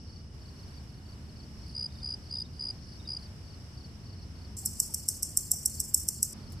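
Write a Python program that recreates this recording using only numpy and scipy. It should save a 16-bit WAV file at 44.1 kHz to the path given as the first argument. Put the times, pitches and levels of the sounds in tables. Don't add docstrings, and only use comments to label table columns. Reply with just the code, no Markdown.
import sys
import numpy as np
from scipy import signal
from scipy.fft import rfft, irfft, next_fast_len
from scipy.io import wavfile
from scipy.ndimage import uniform_filter1d, map_coordinates

SR = 44100
rng = np.random.default_rng(int(sys.argv[2]) if len(sys.argv) > 2 else 0)


def to_wav(s):
    ch = np.atleast_2d(s).T
    pcm = np.round(np.clip(ch, -1, 1) * 32767)
    wavfile.write(sys.argv[1], SR, pcm.astype(np.int16))


def nominal_scale(level):
    x = np.asarray(level, float) / 20
    return 10 ** x


N = 291060

WATCH_ON_S, WATCH_OFF_S = 4.5675, 6.338
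# centre_hz, width_hz, level_db
CASE_MODES = [(5610, 210, 7), (7330, 140, -6.5), (7866, 420, 11), (8670, 100, 6), (10060, 140, -1),
              (10450, 100, -68), (11420, 180, 3), (13900, 400, 1), (14450, 210, -1.5)]


def unit(x):
    return x / np.sqrt(np.mean(x ** 2) + 1e-20)


def along(points, hz):
    f, v = np.transpose(points)
    return np.interp(np.log(hz + 1), np.log(f + 1), v)


def wobble(rate):
    knots = rng.standard_normal(int(N * rate / SR) + 4)
    return map_coordinates(knots, [np.arange(N) * rate / SR])


def filtered(x, response):
    m = next_fast_len(N + 8192)
    return irfft(rfft(x, m) * response(np.fft.rfftfreq(m, 1 / SR)), m)[..., :N]


def closed(spectrum):
    return lambda hz: nominal_scale(along(spectrum, hz)) * (hz > spectrum[0][0]) * (hz < spectrum[-1][0])


def rush(gain, alike):
    def turn(hz):
        return np.arccos(np.clip(along(alike, hz), -1, 1)) / 2

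    def mid_side(hz):
        return gain(hz) * [np.cos(turn(hz)), np.sin(turn(hz))]

    mid, side = filtered(rng.standard_normal((2, N)), mid_side)
    return unit(np.array([mid + side, mid - side]))


def mottled(x, depth_db):
    z = signal.stft(x, nperseg=512)[2]
    field = uniform_filter1d(rng.standard_normal(z.shape[1:]), size=2, axis=0)
    field = uniform_filter1d(field, size=12, axis=1)
    return unit(signal.istft(z * nominal_scale(depth_db * unit(field)), nperseg=512)[1][:, :N])


def echoed(x, pan_db, wet_db, t60):
    t = np.arange(SR // 4) / SR
    tail = rng.standard_normal((2, len(t))) * nominal_scale(-60 * t / t60)
    wet = signal.fftconvolve(x[None], tail / np.linalg.norm(tail[0]), axes=1)[:, :N]
    return x * nominal_scale([[pan_db / 2], [-pan_db / 2]]) + nominal_scale(wet_db) * wet


def strokes(rows, sag, bend, square, octave_db):
    out = np.zeros(N + SR)
    for s, ms, db, hz in rows:
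        u = np.linspace(0, 1, round(ms * SR / 1000))
        phase = 2 * np.pi * np.cumsum(hz * (1 + sag * (0.56 ** bend - u ** bend))) / SR
        tone = np.sin(phase) + nominal_scale(octave_db) * (.5 + u) * np.sin(2 * phase)
        envelope = np.tanh(square * np.sin(np.pi * u) ** 2) / np.tanh(square)
        out[round(s * SR):][:len(u)] += nominal_scale(db) * envelope * tone
    return out[:N]


def lengthened(rows, factor):
    return [(s - ms * (factor - 1) / 2000, ms * factor, db, hz) for s, ms, db, hz in rows]


def watch():
    hits = contacts()
    now = np.arange(N) / SR
    gate = np.clip((now - WATCH_ON_S) / 0.00054, 0, 1) * np.clip((WATCH_OFF_S - now) / 0.0056, 0, 1)
    return gate * (struck_case(hits) * nominal_scale([[-.2], [.2]]) + ringing_room(hits))


def contacts():
    # drop_s, drop_db, bounce_after_ms, bounce_db, low_modes_db
    escapement_beats = [(4.6578, -17, 1.8, -14, -16), (4.8011, -8, 1.7, -13, -11),
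                        (4.9438, -17, 1.4, -16, -8), (5.0868, -11, 1.7, -15, -13),
                        (5.2299, -15, 1.3, -15, -8), (5.3727, -8, 2.0, -13, -17),
                        (5.5161, -5.5, 2.1, -18, -26), (5.6578, -11, 2.1, -9, -15),
                        (5.8022, -12, 2.9, -25, -11), (5.9437, -8, 1.8, -8, -14),
                        (6.0864, -15, 1.4, -13, -6), (6.2292, -8, 1.8, -15, -12)]
    unlock_lead_ms, unlock_db = 4.9, (-26.5, -29.5)
    unlock_low_db, unlock_high_db = -13.5, -4.5
    settle_ms, settle_db = 1.5, -5.5
    rows = []  # start_s, peak_db, low_modes_db, high_modes_db
    for k, (s, db, bounce_ms, bounce_db, low_db) in enumerate(escapement_beats):
        bounce_s = s + bounce_ms / 1000
        high_db = -10 + 1.5 * (-1) ** k
        rows.append((s - unlock_lead_ms / 1000, unlock_db[k % 2], unlock_low_db, unlock_high_db))
        rows.append((s, db, low_db, high_db))
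        rows.append((bounce_s, bounce_db, low_db, high_db))
        rows.append((bounce_s + settle_ms / 1000, bounce_db + settle_db, low_db, high_db))
    return rows


def struck_case(hits):
    t = np.arange(-88, 800) / SR
    hz, _, mode_db = np.transpose(CASE_MODES)[:, :, None]
    dry = np.zeros(N + SR)
    luck = rng.standard_normal((len(hits), 3, len(CASE_MODES), 1))
    for (s, db, low_db, high_db), (size, turn, lag) in zip(hits, luck):
        share_db = np.where(hz < 6700, low_db + 9.0, np.where(hz > 9500, high_db + 9.5, 0))
        modes = nominal_scale(mode_db + share_db + 2.14 * size) * np.cos(2 * np.pi * hz * t + np.pi * turn)
        late = t - .0002 * lag
        t60 = .012 if db < -23 else .0042
        onset, decay = np.exp(-(late / 0.00072) ** 2), nominal_scale(-60 * np.abs(late) / t60)
        ring = (modes * np.where(late < 0, onset, decay)).sum(0)
        dry[round((s + .0005) * SR) - 88:][:len(t)] += nominal_scale(db + 1) * ring / np.abs(ring).max()

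    def loudspeaker(f):
        return 1 / np.sqrt(1 + (4700 / (f + 1)) ** 16 + (f / 15300) ** 24) + 0.012 * (f > 900)

    return filtered(dry[:N], loudspeaker)


def ringing_room(hits):
    # pitch_hz, level_db per Hz
    room_ringing = [(4400, -25), (4850, -34.5), (5150, -9), (5500, -6.5), (6200, -9), (6760, -12.5),
                    (7400, -3), (8600, -5.5), (9500, -11.5), (12600, -13.5), (13550, -25.5), (14400, -7.5),
                    (14900, -27), (15200, -44)]
    energy = np.zeros(N)
    for s, db, *_ in hits:
        energy[round(s * SR)] = nominal_scale(1.25 * db - 5)
    energy[round(4.516 * SR)] = nominal_scale(2 * -5.5)
    t = np.arange(SR) / SR

    def fade(t60, rise):
        decay = nominal_scale(-120 * t / t60) * (1 - np.exp(-t / rise))
        return np.sqrt(np.abs(signal.fftconvolve(energy, decay)[:N]))

    def tilted(db_per_octave):
        return lambda f: closed(room_ringing)(f) * nominal_scale(db_per_octave * np.log2(f / 8000 + 1e-3))

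    def case_peaks(f):
        return 1 + sum(0.38 / (1 + (2 * (f - c) / w) ** 2) for c, w, _ in CASE_MODES)

    rattle = nominal_scale(-13.5) * fade(0.026, 0.0013) * rush(tilted(0.27), [(5000, 0.58)])
    dull = mottled(rush(tilted(-1), [(5000, 0.62), (14000, 0.31)]), depth_db=3.5)
    bright = mottled(rush(tilted(1.3), [(5000, 0.79), (14000, 0.38)]), depth_db=5.0)
    tail = nominal_scale(-34.5) * fade(0.74, 0.0081) * dull + nominal_scale(-34.0) * fade(0.41, 0.0084) * bright
    flutter = nominal_scale(2.2 * wobble(110))
    return rattle + flutter * filtered(tail, case_peaks)


def crickets():
    return near_cricket() + rival_cricket() + left_crickets() + low_cricket() + triller()


def near_cricket():
    near = strokes(lengthened(near_strokes(), 1.3), sag=.06, bend=4, square=1.8, octave_db=-24)
    return nominal_scale(-1.1) * echoed(near, 0, wet_db=-20.5, t60=0.26)


def near_strokes():
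    # start_s, strokes, peak_db
    near_chirps = [
        (1.7494, 8, -29),
        (2.0295, 8, -29.7),
        (2.3096, 8, -29.5),
        (2.5933, 8, -29.3),
        (3.0741, 7, -30),
    ]
    first_gap_ms, gap_growth_ms = 13.5, .6
    first_stroke_ms, stroke_growth_ms = 8.2, .45
    slip_s, slip, delay_ms = 3.147, (6.6, -33, 4800), 1.6
    rows = []  # start_s, length_ms, peak_db, pitch_hz
    for start, count, db in near_chirps:
        for k in range(count):
            s = start + (k * first_gap_ms + gap_growth_ms * k * (k - 1) / 2) / 1000
            if abs(s - slip_s) < .005:
                rows.append((s, *slip))
                continue
            s += delay_ms / 1000 * (s > slip_s)
            rows.append((s, first_stroke_ms + stroke_growth_ms * k, db - 4 * (k == 0), 4915 - 50 / 3 ** k))
    return np.array(rows) + rng.standard_normal((len(rows), 4)) * (.0003, .4, .6, 14)


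def rival_cricket():
    # start_s, strokes, peak_db
    rival_chirps = [
        (1.66, 6.8, -55),
        (1.92, 15, -56.5),
        (2.22, 8.8, -59),
        (2.53, 8, -57),
        (2.85, 6.5, -56.5),
        (3.19, 4.3, -54),
    ]
    rows = [(s + .016 * k, 12, db, 4930) for s, count, db in rival_chirps for k in range(int(count))]
    rival = strokes(rows, sag=0.23, bend=4.8, square=4.0, octave_db=-13.5)
    return echoed(rival, pan_db=-2.0, wet_db=-7, t60=0.27)


def left_crickets():
    # first_full_stroke_s, full_strokes, peak_db
    left_chirps = [(.091, 4, -50), (.413, 4, -52), (.699, 3, -51.5), (1.052, 3, -51.5), (1.359, 3, -51),
                   (1.657, 3, -49), (1.946, 4, -49.5), (2.259, 3, -48.5), (2.561, 3, -50),
                   (2.883, 3, -50.5), (3.185, 3, -48.5), (3.464, 3, -50.5), (3.771, 3, -48.5),
                   (4.058, 3, -51), (4.376, 3, -50.5), (4.756, 3, -49), (5.075, 3, -49), (5.39, 3, -48.5),
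                   (5.705, 3, -45.5), (6.113, 3, -48.5), (6.395, 3, -53)]
    # first_full_stroke_s, full_strokes, peak_db
    slow_chirps = [(.55, 3, -54.5), (.894, 3, -57), (1.245, 2, -54.5), (1.59, 2, -56), (2.414, 2, -56),
                   (2.745, 3, -56), (3.884, 1, -55), (4.184, 2, -54), (4.588, 3, -51), (4.997, 2, -51.5),
                   (5.278, 1, -55), (6.261, 1, -50), (6.53, 2, -55)]
    both = [*left_strokes(left_chirps, 33.5, 0), *left_strokes(slow_chirps, 38.5, shift_hz=-100)]
    left = strokes(lengthened(both, 1.25), sag=.14, bend=2.6, square=1.3, octave_db=-30)
    return nominal_scale(-4) * echoed(left * nominal_scale(1.2 * wobble(150)), pan_db=10, wet_db=-6, t60=.09)


def left_strokes(chirps, gap_ms, shift_hz):
    # level_db, pitch_hz
    stroke_swell = [(-2.5, 4500), (-1, 4490), (0.5, 4506), (-8, 4450)]
    lead_ms, pick_ms, pick_db, pick_hz = 23.5, 12.5, -7, 4362
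    rows = [(s - lead_ms / 1000, pick_ms, db + pick_db, pick_hz + shift_hz) for s, _, db in chirps]
    for s, count, db in chirps:
        for k in range(round(count)):
            swell_db, hz = stroke_swell[k]
            rows.append((s + k * gap_ms / 1000, 20, db + swell_db, hz + shift_hz))
    return np.array(rows) + rng.standard_normal((len(rows), 4)) * [.001, 1.5, 1, 40]


def low_cricket():
    # start_s, length_ms, peak_db, pitch_hz
    low_wing_strokes = [(1.9, 14, -60, 3700), (1.951, 18, -60, 3690), (2.0, 14, -57, 3680),
                        (2.351, 18, -56, 3720), (2.395, 19, -55, 3690), (2.448, 15, -54, 3740),
                        (2.995, 19, -55, 3700), (3.048, 23, -53, 3760)]
    low = strokes(low_wing_strokes, sag=.05, bend=2.2, square=2.5, octave_db=-40)
    return echoed(low, pan_db=1.2, wet_db=-10, t60=.1)


def triller():
    beat = np.cumsum(33.4 + 0.77 * wobble(1.62)) / SR + 0.31
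    swell = np.sin(np.pi * beat) ** 4 * nominal_scale(0.74 * wobble(9))
    trill = swell * np.sin(2 * np.pi * np.cumsum(2905 + 22 * wobble(60)) / SR)
    return nominal_scale(-68) * echoed(trill, pan_db=-1.2, wet_db=-4.5, t60=0.42)


def bench():
    # start_s, peak_db, t60_s
    handling_taps = [
        (1.6821, -67, 0.046),
        (2.3994, -60, 0.04),
        (6.5011, -63, 0.049),
        (6.521, -54, 0.087),
    ]
    # start_s, length_ms, peak_db, pitch_hz
    far_drips = [
        (4.625, 30, -56.5, 780),
        (4.89, 21, -56, 895),
        (5.53, 17, -51.5, 700),
    ]
    # (pitch_hz, level_db per Hz)
    sleeve_rustle = (6.34, -68, [(500, -10), (800, -4), (1200, 0), (1700, -10)])
    t, shape = np.arange(SR // 4) / SR, np.zeros(N + SR)
    for s, db, t60 in handling_taps:
        shape[round(s * SR):][:len(t)] += nominal_scale(db + 4.5 - 60 * t / np.abs(t60))
    taps = shape[:N] * rush(closed([(1500, -11), (5000, 0.0), (9000, 5.0), (15500, -3)]), [(5000, 0.48)])
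    start, db, colour = sleeve_rustle
    present = np.arange(N) / SR > start
    rustle = nominal_scale(db + 2.5 * wobble(17)) * present * rush(closed(colour), [(1000, .3)])
    return taps + rustle + strokes(far_drips, sag=0.075, bend=1.2, square=0.99, octave_db=-35)


def air():
    # start_s, rumble_db, hiss_db, chorus_db
    background_steps = [
        (0, -45.5, -66.5, -65.8),
        (.333, -45, -63.5, -66.5),
        (4.567, -45.5, -66, -62.5),
        (6.338, -43.5, -62.5, -66),
    ]
    # pitch_hz, level_db per Hz
    rumble_colour = [(12, -30), (28, -16), (60, -5.5), (77, 0), (103, -6.5), (151, -9.5), (180, -12.5),
                     (241, -16.5), (392, -24.5), (506, -29.5), (780, -45.5)]
    # pitch_hz, level_db per Hz
    hiss_colour = [(300, -26.5), (600, 0.5), (1000, -2.5), (2000, -7), (3600, -10.5), (6100, -12),
                   (6800, -18.5), (8000, -12.5), (9000, -17), (13500, -22), (13900, -32)]
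    # pitch_hz, level_db per Hz
    chorus_colour = [(4300, -15), (4800, -12.5), (5100, -3.5), (5600, -7.5), (6000, -15.5), (6500, -26)]
    # pitch_hz, likeness (0 to 1)
    air_likeness = [(60, 0.97), (290, 0.92), (640, 0.55), (1400, 0.009), (15000, 0.09)]
    s, *columns = np.transpose(background_steps)
    now = np.arange(N) / SR
    step_index = np.maximum(np.searchsorted(s, now, side="right") - 1, 0)
    rumble_db, hiss_db, chorus_db = [uniform_filter1d(c[step_index], size=900) for c in columns]
    joined = np.clip(np.minimum(now - 1.63, 3.27 - now) / 0.15 + .5, 0, 1)
    chorus_db = chorus_db + 3.1 * joined
    rumble = nominal_scale(rumble_db + 0.28 * wobble(6.7)) * rush(closed(rumble_colour), air_likeness)
    hiss = nominal_scale(hiss_db + 3.5 + 0.76 * wobble(8)) * rush(closed(hiss_colour), air_likeness)
    shimmer = nominal_scale(2.0 * np.array([wobble(60), wobble(60)]) + 1.4 * wobble(3.1))
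    chorus = nominal_scale(chorus_db + 5.0) * shimmer * rush(closed(chorus_colour), [(5000, 0.067)])
    return rumble + hiss * nominal_scale([[-.7], [.7]]) + chorus


def fan_hum():
    phase = 2 * np.pi * np.cumsum(215 + 1.504 * wobble(4)) / SR
    return nominal_scale(-59 + 3.2 * wobble(3.5)) * np.sin(phase)


def scene():
    now = np.arange(N) / SR
    corners_s = [WATCH_ON_S - .01, WATCH_ON_S, WATCH_OFF_S, WATCH_OFF_S + .01]
    duck = nominal_scale(-3.5 * np.interp(now, corners_s, [0, 1, 1, 0]))
    return watch() + duck * crickets() + bench() + air() + fan_hum()


def starved(x, below_db, least_db, slope):
    z = signal.stft(x, SR, nperseg=1024)[2]
    band_power = (np.abs(z[:, :512]) ** 2).mean(0).reshape(128, 4, -1).mean(1)
    level = 10 * np.log10(band_power + 1e-16)
    busy = np.minimum(level[28:76].mean(0) + 98, 26)
    limit = np.maximum(level[26:].max(0) + below_db, least_db + slope * busy)
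    kept = uniform_filter1d(level - limit, size=3, axis=1) > 0
    z[:, :512] *= np.repeat(kept, 4, axis=0)
    return signal.istft(z, SR, nperseg=1024)[1][:, :N]


def band_limit(x):
    return signal.sosfilt(signal.butter(12, 16430, fs=SR, output="sos"), x)


def record(dry):
    mix = starved(dry, below_db=-47, least_db=-102, slope=.5)
    return band_limit(mix)


dry = scene()
out = record(dry)
to_wav(out)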